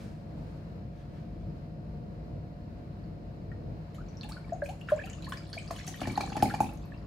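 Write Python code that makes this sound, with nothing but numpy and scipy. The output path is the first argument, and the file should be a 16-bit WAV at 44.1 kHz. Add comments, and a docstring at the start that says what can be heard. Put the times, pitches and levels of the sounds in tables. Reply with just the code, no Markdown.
"""Milk is poured into a tall glass on a kitchen counter, close by, after the carton lifts with soft swishes.
The stream traps bubbles that plink and fizz, and the air in the glass rises in pitch as it fills.
Tipped further, the carton glugs and drops slugs of milk that plop and spray.
The hard walls of the kitchen echo, and a fridge hums in the background."""
import sys
import numpy as np
from scipy import signal
from scipy.fft import rfft, irfft
from scipy.io import wavfile
from scipy.ndimage import uniform_filter1d

SR = 44100
rng = np.random.default_rng(int(sys.argv[2]) if len(sys.argv) > 2 else 0)


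def wav_record(signal):
    """Record a signal, one row per channel, as 16-bit PCM in the file named by sys.argv[1]."""
    frames = np.transpose(np.atleast_2d(signal))
    bounded = np.clip(frames, -1, 1)
    # unit amplitude maps onto the largest positive 16-bit level
    quanta = np.round(bounded * 32767).astype(np.int16)
    wavfile.write(sys.argv[1], SR, quanta)


N = 311346

# How hard the milk churns. Each row: time in seconds, level of low fizz in dB, level of fine fizz in dB.
CHURN = [(3.899, -72, -71), (4.36, -56.5, -66), (4.66, -72, -69), (5.01, -54, -61), (5.22, -59, -61),
         (5.4, -60, -59), (5.8, -56, -50), (6.08, -49.5, -50.5), (6.52, -48.5, -51), (6.67, -50.5, -57.5),
         (6.79, -66, -64), (7.05, -57, -74)]
DROPLET_HZ = 4460  # pitch of a middle-sized droplet
SWELL_SHARE = 0.18  # part of its ring time that a plink or gurgle spends swelling


def undb(db):
    """Turn decibels into a gain."""
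    return 10 ** (np.asarray(db) / 20)


def unit(x):
    """Scale a signal to an average (rms) level of one."""
    return x / np.sqrt(np.mean(x ** 2))


def at_hz(points, hz):
    """Read between (Hz, value) points, giving every octave the same room."""
    freqs, values = np.transpose(points)
    return np.interp(np.log(np.maximum(hz, 1)), np.log(freqs), values)


def colour(x, points):
    """Shape the tone of a sound with a curve of (Hz, dB) points."""
    n = x.shape[-1]
    return irfft(rfft(x) * undb(at_hz(points, np.fft.rfftfreq(n, 1 / SR))), n)


def band(x, lo_hz, hi_hz, order=2):
    """Keep the part of a sound between two frequencies."""
    sos = signal.butter(order, [lo_hz, min(hi_hz, SR / 2 - 1)], "band", fs=SR, output="sos")
    return signal.sosfilt(sos, x)


def add(out, s, x):
    """Mix x into out, starting at s seconds."""
    i = max(int(s * SR), 0)
    out[i:i + len(x)] += x[:max(len(out) - i, 0)]


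def walk(per_s):
    """A smooth random wander, about one in size, with per_s steps a second."""
    hold = int(SR / per_s)
    steps = np.repeat(rng.standard_normal(N // hold + 1), hold)
    return unit(uniform_filter1d(uniform_filter1d(steps, hold), hold)[:N])


def seconds(length):
    """The time of each sample in a short sound."""
    return np.arange(int(length * SR)) / SR


def resonator(x, hz, width_hz):
    """Ring at a moving pitch: shift that pitch down to zero, smooth, and shift back."""
    carrier = np.exp(2j * np.pi * np.cumsum(hz) / SR)
    pole = np.exp(-np.pi * width_hz / SR)
    return 2 * np.real(carrier * signal.lfilter([1 - pole], [1, -pole], (x + 1e-18) / carrier))


def room_noise(spectrum, db, waver_db):
    """Steady noise that is alike at both ears in the bass and spread out higher up."""
    # Stereo width. Each row: frequency in Hz, side (what differs between the ears) against mid in dB.
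    width = [(60, -12.5), (110, -18), (200, -13), (380, -4), (700, 0), (1300, 2), (2400, 0.5), (8000, 0.5),
             (15000, -18)]
    mid, side = unit(colour(rng.standard_normal((2, N)), spectrum))
    return undb(db + waver_db * walk(7.1)) * (mid + colour(side, width) * np.array([[1], [-1]]))


def fridge(waver_db=0.84, drift_hz=0.64, lean_left_db=0.52, ear_lag_s=0.00043):
    """The compressor rumbles, the motor's tones waver and the fan hisses faintly."""
    # Motor and fan tones. Each row: pitch in Hz, level in dB.
    hum = [(59.2, -58), (96.9, -51.5), (157, -51), (320, -64), (429, -72), (559.9, -65.5), (590, -68),
           (651.4, -66.5), (710.6, -64), (5141, -88), (5200, -94)]
    # Tone of the rumble and of the hiss. Each row: frequency in Hz, relative level in dB.
    rumble_curve = [(15, -32), (25, -34), (47, -1.5), (102, -8), (119, -4.5), (152, -3), (227, -8.5),
                    (253, -14), (324, -14), (396, -24), (421, -20.5), (448, -18.5), (723, -27), (757, -34),
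                    (1000, -46), (1300, -77), (2200, -120)]
    hiss_curve = [(530, -8.5), (900, 5), (1030, 0.5), (2820, -11), (3460, -16.5), (4180, -10.5),
                  (5310, -19), (6820, -25), (11800, -32.5), (13300, -26), (15500, -39)]
    t = np.arange(N) / SR
    tones = 0
    for hz, db in hum:
        peak = np.sqrt(2) * undb(db + waver_db * walk(5.045))
        cycles = hz * t + drift_hz * np.cumsum(walk(8)) / SR
        tones += peak * np.sin(2 * np.pi * cycles)
    rumble = room_noise(rumble_curve, db=-42.5, waver_db=1.5)
    # The fan stands to the right, so its direct hiss reaches the left ear later.
    right = undb(-70) * unit(colour(rng.standard_normal(N), hiss_curve))
    left = np.roll(right, round(ear_lag_s * SR))
    hiss = np.array([left, right]) + room_noise(hiss_curve, db=-65, waver_db=-1.0)
    return (rumble + tones + hiss) * undb([[lean_left_db], [-lean_left_db]])


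def kitchen(x, echo_db=-12, early_db=-8, early_s=0.0051, build_s=0.00033):
    """Counter and glass throw back quick reflections; tiles and cabinets ring on, differently per ear."""
    # Tone of the echo. Each row: frequency in Hz, relative level in dB.
    echo_curve = [(100, 5), (250, 11.6), (450, 6.8), (620, 1.6), (820, 4.5), (1400, 4.4), (2400, 9),
                  (4400, 10.8), (8000, 11.5), (15000, 4.7)]
    # Stereo width of the echo. Each row: frequency in Hz, side against mid in dB.
    echo_width = [(110, -17), (200, -15), (400, -3.5), (750, -6.5), (1400, 1), (2400, 1), (8000, -2),
                  (15000, -13)]
    # Length of the echo. Each row: frequency in Hz, seconds to fade by 60 dB.
    fade_times = [(100, 0.43), (620, 0.37), (1000, 0.3), (2500, 0.32), (6000, 0.34), (15000, 0.34)]
    t = seconds(0.96)
    edges_hz = np.geomspace(60, 16000, 13)
    tail = 0
    for lo, hi in zip(edges_hz, edges_hz[1:]):
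        hz = np.sqrt(lo * hi)
        mid, side = band(rng.standard_normal((2, len(t))), lo, hi, order=3)
        width = undb(at_hz(echo_width, hz))
        ears = (mid + width * side * np.array([[1], [-1]])) / np.hypot(1, width)
        tail += ears * np.exp(-np.log(1000) * t / at_hz(fade_times, hz))
    tail = colour(unit(tail), echo_curve) * (1 - np.exp(-t / build_s))
    early_noise = band(rng.standard_normal((2, len(t))), 740, 8400, order=1)
    early = unit(early_noise * t * np.exp(-2 * t / early_s))
    response = (undb(echo_db) * tail + undb(early_db) * early) / np.sqrt(len(t))
    return x + signal.fftconvolve(x[None], response, axes=1)[:, :N]


def rim(x, delay_s=0.0004):
    """Short sound waves bounce off the rim of the glass and differ between the ears."""
    # Strength of the bounce. Each row: frequency in Hz, side against mid in dB.
    bounce_curve = [(500, -18), (1500, -40), (4400, -15), (8000, -11), (13000, -2.5)]
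    return np.roll(colour(x, bounce_curve), int(delay_s * SR)) * np.array([[1], [-1]])


def handling(flutter_db=3.5):
    """Hand and carton brush softly as the carton is picked up and swung over."""
    # Each row: loudest moment in seconds, half length in seconds, level in dB, treble change in dB.
    swishes = [(0.01, 0.14, -71, 3), (0.506, 0.12, -74, 2.5), (1.187, 0.17, -69.5, -4.5)]
    # Tone of a swish. Each row: frequency in Hz, relative level in dB.
    swish_curve = [(700, -3), (1500, 5.5), (3000, -0.5), (5000, -4.5), (8000, -12), (15000, -21)]
    t = np.arange(N) / SR
    out = np.zeros(N)
    for s, half_s, db, treble_db in swishes:
        brush = unit(colour(rng.standard_normal(N), swish_curve))
        swell = np.exp(-((t - s) / half_s) ** 2 / 2)
        out += undb(db) * swell * colour(brush, [(3000, 0), (8000, treble_db)])
    return out * undb(flutter_db * walk(25))


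def landing(at_s=3.04, half_s=0.11, db=-51.5, flutter_db=1.5):
    """The smooth stream meets the thick bottom of the empty glass with a low, soft drumming."""
    # Tone of the drumming. Each row: frequency in Hz, relative level in dB.
    drum_curve = [(100, -30), (200, 4), (290, -2), (360, -6), (430, -15), (800, -31), (2000, -62),
                  (6000, -85)]
    swell = np.exp(-((np.arange(N) / SR - at_s) / half_s) ** 2 / 2)
    return swell * undb(db + flutter_db * walk(20)) * unit(colour(rng.standard_normal(N), drum_curve))


def bubble(hz, db, swell_ms, ring_ms, glide, fade_power=1.33):
    """A pocket of air pinches off and rings until the milk stills it; its pitch slides as it rises."""
    ms = np.arange(int(3 * ring_ms * SR / 1000) + 2) * 1000 / SR
    t = ms / 1000
    swell = np.minimum(ms / max(swell_ms, .1), 1)
    fade = np.exp(-(ms / ring_ms) ** fade_power)  # a power above 1 holds on, then dies abruptly
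    cycles = hz * t * (1 + glide * t / 2)  # a glide of 10 raises the pitch 1% each millisecond
    return undb(db) * swell * fade * np.sin(2 * np.pi * cycles)


def crackle(t, burst_samples=24):
    """Wet noise: tiny bursts of unequal size."""
    sizes = undb(4 * np.clip(rng.standard_normal(len(t) // burst_samples + 1), -2, 2))
    return rng.standard_normal(len(t)) * np.repeat(sizes, burst_samples)[:len(t)]


def churn_at(s, hz):
    """Level of the churning in dB at a given moment, for bubbles of a given pitch."""
    times, low_db, fine_db = np.transpose(CHURN)
    fine_share = at_hz([(2500, 0), (4500, 1)], hz)
    return (1 - fine_share) * np.interp(s, times, low_db) + fine_share * np.interp(s, times, fine_db)


def fizz(per_s=1000, gain_db=1.0, spread_db=5, glide=6, glide_spread=25):
    """Small bubbles swarm where the stream plunges in, each sliding its own way; the smallest die first."""
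    # Tone of the fizz. Each row: bubble pitch in Hz, relative level in dB.
    fizz_curve = [(1000, -6), (1500, -16), (2400, -6.5), (3300, -10), (4300, -4.5), (5500, -9), (7000, -10),
                  (9500, -12.5), (15000, -26)]
    out = np.zeros(N)
    first, last = CHURN[0][0], CHURN[-1][0]
    when, height, loud, length, rise = rng.random((int(per_s * (last - first)), 5)).T
    starts = first + when * (last - first)
    pitches = 1000 * 15 ** height  # 1 to 15 kHz
    extra_db = spread_db * np.minimum(-np.log(1 - loud), np.pi)  # a few bubbles stand out
    levels = churn_at(starts, pitches) + at_hz(fizz_curve, pitches) + gain_db + extra_db
    rings_ms = (0.8 + 1.4 * length) * np.sqrt(4000 / pitches)
    slides = glide + glide_spread * (2 * rise - 1)
    for s, hz, db, ring_ms, slide in zip(starts, pitches, levels, rings_ms, slides):
        add(out, s, bubble(hz, db, ring_ms / 5, ring_ms, slide))
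    return out


def gurgle(start_s=4.88, end_s=6.62, per_s=70, middle_hz=2640, octaves=1.76, spread_db=9):
    """Middle-sized bubbles chirp while the stream plunges deep, louder as the milk churns harder."""
    out = np.zeros(N)
    for when, height, loud, rise in rng.random((int(per_s * (end_s - start_s)), 4)):
        s = start_s + when * (end_s - start_s)
        hz = middle_hz * 2 ** (octaves * (height - .5))
        db = churn_at(s, hz) + spread_db * (loud - .5)
        ring_ms = 2.9 * middle_hz / hz
        add(out, s, bubble(hz, db, SWELL_SHARE * ring_ms, ring_ms, glide=8 + 30 * (rise - .5)))
    return out


def swarm(length_ms, lo_hz, hi_hz, straggle=1.6, spread_db=18, fade_db=11, droplet_ms=1.9):
    """A burst of tiny bubbles, crowded at its start and trailing off."""
    out = np.zeros(SR // 5)
    count = 4 + int(length_ms / 2)
    for when, height, loud in rng.random((40, 3))[:count]:
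        hz = lo_hz * (hi_hz / lo_hz) ** height
        ring_ms = droplet_ms * np.sqrt(DROPLET_HZ / hz)
        late = when ** 1.4
        ping = bubble(hz, spread_db * loud - fade_db * late, ring_ms / 3, ring_ms, glide=8)
        add(out, straggle * length_ms * late / 1000, ping)
    return out * np.sqrt(length_ms * SR / 1000 / np.sum(out ** 2))  # a power of one over length_ms


def splashes(droplets_db=-2.5, mist_db=-9, mist_stretch=1.6, mist_attack_s=0.0016):
    """Milk slaps the glass and breaks into droplets and bubbles of five sizes; a fine mist fizzes on."""
    # Each row: start in seconds, base length in ms, relative level in dB, brightness in dB per octave.
    hits = [(3.516, 6, -74, -10), (3.945, 13.6, -61.5, -2), (4.23, 11.3, -58, -3.5), (4.289, 18, -56, 2),
            (4.638, 22, -60, -1.5), (4.659, 13, -63, 4), (4.687, 20, -56, -3.5), (4.81, 5.1, -63, 0),
            (4.874, 14, -65, -12), (4.886, 30.4, -56.5, -9), (4.897, 24, -63.5, 3), (5.036, 8.6, -60.5, -4),
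            (5.056, 7.4, -56, -3), (5.097, 6.1, -58, -8.5), (5.13, 6.4, -61, -8), (5.222, 6, -59, -3.5),
            (5.244, 9.6, -57, -3), (5.288, 15.5, -62, 8.5), (5.321, 16, -50.5, -7),
            (5.369, 11.4, -56, -5.5), (5.53, 14.5, -54.5, -4), (5.553, 14, -68, 2), (5.582, 13, -62, -12),
            (5.712, 16.4, -56, 2), (5.761, 6.5, -54, -2), (5.782, 22, -55, -7), (5.866, 11.5, -50, 1),
            (5.873, 18, -49.5, 0), (6.004, 8.6, -51, -5), (6.031, 32, -61.5, -15), (6.115, 7.6, -53, 0.5),
            (6.209, 9, -47, -0.5), (6.4257, 9.5, -46, 7.5), (6.499, 10.4, -58, -11), (6.545, 6.2, -46, -6),
            (6.603, 24, -53.5, 6.5)]
    # Droplet sizes. Each row: lowest pitch in Hz, highest pitch in Hz, relative level in dB.
    droplets = [(1525, 3380, 0), (3640, 5240, -4.5), (5500, 8000, -2), (8280, 11440, -3),
                (11900, 15400, -10)]
    out = np.zeros(N)
    t = seconds(.2)
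    for s, length_ms, db, brightness_db in hits:
        mist_curve = [(800, -40)]
        for lo, hi, size_db in droplets:
            hz = np.sqrt(lo * hi)
            band_db = size_db + brightness_db * np.log2(hz / DROPLET_HZ)
            add(out, s, undb(db + band_db + droplets_db) * swarm(length_ms, lo, hi))
            narrow_db = 10 * np.log10(SR / 2 / (hi - lo))  # a narrow band needs a boost to be as strong
            mist_curve.append((hz, band_db + narrow_db))
        mist_s = mist_stretch * length_ms / 1000
        fade = (1 - np.exp(-t / mist_attack_s)) * np.exp(-t / mist_s)
        add(out, s, undb(db + mist_db) * fade * colour(unit(crackle(t)), mist_curve))
    return out


def glass(x, direct_db=-3.5, slosh_share=0.047):
    """The air above the milk rings like a pipe that shortens as the glass fills; the wall rings too."""
    # Lowest note of that air. Each row: time in seconds, pitch in Hz.
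    air_pitch = [(3.9, 556), (4.9, 507), (5.7, 630), (6.201, 810), (6.6, 835), (7.05, 860)]
    # All its notes. Each row: multiple of the lowest pitch, width in Hz, gain in dB.
    air_notes = [(1, 207, 11.5), (3, 69, -4.5), (5.2, 190, -16), (8, 220, -8)]
    # Faint notes of the wall, struck by droplets. Each row: pitch in Hz, width in Hz, gain in dB.
    wall_notes = [(4200, 50, -2), (4720, 60, -6), (6760, 90, -2), (7250, 53, -9), (10380, 90, -2),
                  (12600, 120, 4)]
    lowest_hz = np.interp(np.arange(N) / SR, *np.transpose(air_pitch))
    lowest_hz *= 1 + slosh_share * walk(30)  # sloshing makes the pitch waver
    air = sum(undb(db) * resonator(x, multiple * lowest_hz, width) for multiple, width, db in air_notes)
    wall = sum(undb(db) * band(x + 1e-18, hz - width / 2, hz + width / 2, order=1)
               for hz, width, db in wall_notes)
    return undb(direct_db) * x + air + wall


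def free_bubble(hz, db, glide, middle_ms=11, middle_hz=1020, rise_stretch_s=0.023):
    """A bubble in open milk: small ones die soonest, rising ones last longer."""
    ring_ms = middle_ms * (middle_hz / hz) * np.exp(rise_stretch_s * glide)
    return bubble(hz, db, SWELL_SHARE * ring_ms, ring_ms, glide, fade_power=2.1)


def plinks(gain_db=1.0, tear_db=-15, tear_s=0.0065, reach_hz=1000):
    """The stream drags larger bubbles under; each tears off with a brief wet crackle around its pitch."""
    # Each row: start in seconds, pitch in Hz, relative level in dB, pitch glide per second.
    bubbles = [(3.039, 4450, -61, 0), (3.516, 1850, -47, 0), (3.517, 1450, -53, -12),
               (3.983, 1230, -47.5, 5), (4.005, 1360, -49, 11.5), (4.087, 5900, -52.5, -4),
               (4.171, 5600, -46, -12), (4.211, 4320, -35.5, -17), (4.232, 3580, -44, 0),
               (4.233, 2760, -41.5, -4), (4.243, 770, -46, 8), (4.291, 796, -47.5, 12.5),
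               (4.311, 1040, -48, 24), (4.321, 4480, -36.5, -24), (4.367, 1445, -41, 3),
               (4.444, 2240, -54, 6), (4.495, 1863, -52, -11), (4.521, 640, -28, 6.5),
               (4.533, 6700, -47.5, -7), (4.619, 1614, -34, 1), (4.621, 600, -27, -4),
               (4.659, 2470, -40.5, 2), (4.688, 653, -37.5, 12.5), (4.813, 2780, -41.5, 4),
               (4.887, 1510, -30, -17), (4.901, 1700, -37, -14), (4.909, 1100, -39, -17),
               (4.919, 594, -18, 2), (4.962, 825, -48, 21), (4.962, 7130, -47.5, 2), (4.976, 1910, -52, 40),
               (4.99, 1530, -38.5, 18), (4.999, 2300, -47, 18), (5.013, 1640, -42.5, 13),
               (5.038, 2610, -38.5, -12), (5.038, 735, -43, 2.5), (5.071, 1390, -47, -2),
               (5.059, 12400, -51, 0), (5.072, 2660, -44.5, 16), (5.099, 7040, -39, -21),
               (5.132, 2930, -45, -5), (5.132, 6600, -44, -2), (5.223, 4020, -43.5, 2),
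               (5.244, 4300, -41.5, 2), (5.267, 1850, -45, -14), (5.271, 923, -42.5, 17),
               (5.321, 1136, -32.5, -12), (5.321, 1515, -35.5, -4), (5.332, 1570, -43, 17.5),
               (5.405, 1440, -50, -6), (5.373, 4870, -40, 0), (5.467, 4030, -51.5, 0),
               (5.5, 9680, -49.5, -5), (5.53, 4560, -32, -16), (5.532, 1371, -46.5, 24),
               (5.567, 698, -38.5, -6.5), (5.577, 2238, -36.5, 17), (5.587, 8100, -44, 0),
               (5.629, 6370, -51, 0), (5.677, 4800, -42.5, 0), (5.706, 1128, -35, -14),
               (5.762, 3070, -42, -8), (5.798, 2500, -46, 3), (5.878, 6260, -32, -9),
               (5.942, 1875, -42.5, 4), (5.962, 12100, -46, 0), (6.005, 4500, -44, 0),
               (6.03, 2870, -46, -4), (6.04, 2330, -42.5, 6), (6.055, 1860, -40, -8),
               (6.098, 2240, -41.5, 8), (6.156, 4230, -35.5, -5), (6.168, 1810, -44, 12),
               (6.209, 2360, -35, 3), (6.2097, 4210, -34.5, -2), (6.234, 784, -32, 0),
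               (6.262, 7725, -49, -2), (6.291, 10900, -51, 0), (6.318, 833, -36, -6), (6.328, 2670, -41, 8),
               (6.354, 857, -30.5, -5), (6.401, 1820, -45, -3), (6.437, 790, -42, -2),
               (6.458, 2210, -36.5, -11), (6.501, 1385, -34.5, 5), (6.508, 1680, -36.5, -6),
               (6.539, 4550, -42, 3), (6.605, 2520, -40, 0), (6.643, 2520, -43, 0), (6.644, 4730, -51, 0),
               (6.691, 2650, -48, -1), (6.736, 11400, -50, 0), (6.774, 6500, -53, -7),
               (6.829, 4840, -59, 0), (6.856, 12800, -55, 0), (6.92, 1780, -47.5, -3),
               (6.94, 2600, -51, 13), (6.975, 4880, -57, -2)]
    out = np.zeros(N)
    t = seconds(.04)
    tear_fade = (1 - np.exp(-2 * t / tear_s)) * np.exp(-t / tear_s)
    for s, hz, db, glide in bubbles:
        add(out, s, free_bubble(hz, db, glide))
        tear_curve = [(hz / 2, -48), (hz, 0), (hz + reach_hz, -12), (2 * hz + reach_hz, -48)]
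        add(out, s, undb(db + tear_db) * tear_fade * unit(colour(crackle(t), tear_curve)))
    return out * undb(gain_db)


def carton_thump(t, detune=0.052):
    """The carton's air and walls ring as it gulps; sloshing milk shifts the notes a little each time."""
    # Each row: pitch in Hz, relative level in dB, seconds to fade by 60 dB.
    notes = [(124, -4, 0.14), (209, -4, 0.095), (252.7, -1.5, 0.087), (323, -8.5, 0.12)]
    out = np.zeros(len(t))
    for hz, db, fade_s in notes:
        shifted_hz = hz * (1 + detune * rng.standard_normal())
        out += undb(db) * np.exp(-np.log(1000) * t / fade_s) * np.sin(2 * np.pi * shifted_hz * t)
    return out


def glugs(thump_gain_db=5, thump_delay_s=0.00275, slap_lead_s=0.001008, attack_s=0.00029):
    """The carton thumps as it gulps air; a slug of milk slaps the surface, plops and sprays."""
    # Each row: start in seconds, plop pitch in Hz, plop level in dB, pitch glide per second,
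    # plop ring time in ms, relative thump level in dB, relative spray level in dB.
    gulps = [(5.709, 665, -36, 1, 17, -52, -43.5), (5.878, 715, -36.5, 4, 9.4, -44.5, -49),
             (6.016, 680, -35, 13, 4.1, -37.5, -41.5), (6.073, 780, -24, 5, 4.1, -33.5, -41),
             (6.176, 780, -18, 4, 6.8, -38, -41), (6.208, 880, -38, 7, 5.6, -40.5, -42),
             (6.367, 690, -31, -8, 8.5, -36, -38), (6.4249, 740, -10.5, 13, 7.5, -26, -35.5),
             (6.454, 650, -29, -9, 5, -36.5, -60), (6.54, 783, -17, 6, 3.6, -41, -44.5),
             (6.6042, 787, -9, 10, 4.7, -31.5, -47)]
    # Tone of the spray. Each row: frequency in Hz, relative level in dB.
    spray_curve = [(400, 3), (780, 9.5), (1100, 7), (1600, 5), (2400, 6.5), (3300, -3), (4400, 3),
                   (6800, -7), (8500, -11), (10500, -7), (15500, -21)]
    plops, sprays = np.zeros(N), np.zeros(N)
    t = seconds(.2)
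    slap = undb(5) * np.exp(-t / 0.0019)
    spray_tail = undb(-2) * np.exp(-t / 0.01)
    burst = (1 - np.exp(-t / attack_s)) * (slap + spray_tail)
    for s, hz, db, glide, ring_ms, thump_db, spray_db in gulps:
        add(plops, s, bubble(hz, db, swell_ms=2.38, ring_ms=ring_ms, glide=glide))
        add(plops, s + thump_delay_s, undb(thump_db + thump_gain_db) * carton_thump(t))
        add(sprays, s - slap_lead_s, undb(spray_db) * unit(colour(crackle(t), spray_curve)) * burst)
    return plops, sprays


def scene(lean_left_db=0.22):
    """The pour and the carton's swishes echo in the kitchen, over the fridge."""
    plops, sprays = glugs()
    pour = plinks() + gurgle() + plops + landing() + glass(sprays + splashes() + fizz())
    in_room = kitchen(pour + handling()) + rim(pour)
    return in_room * undb([[lean_left_db], [-lean_left_db]]) + fridge()


def record(dry, low_cut_hz=39, high_cut_hz=15800):
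    """Cut the deepest rumble and the highest treble."""
    dry = signal.sosfilt(signal.butter(8, low_cut_hz, "high", fs=SR, output="sos"), dry)
    return signal.sosfilt(signal.ellip(10, .2, 80, high_cut_hz, fs=SR, output="sos"), dry)


dry = scene()
out = record(dry)
wav_record(out)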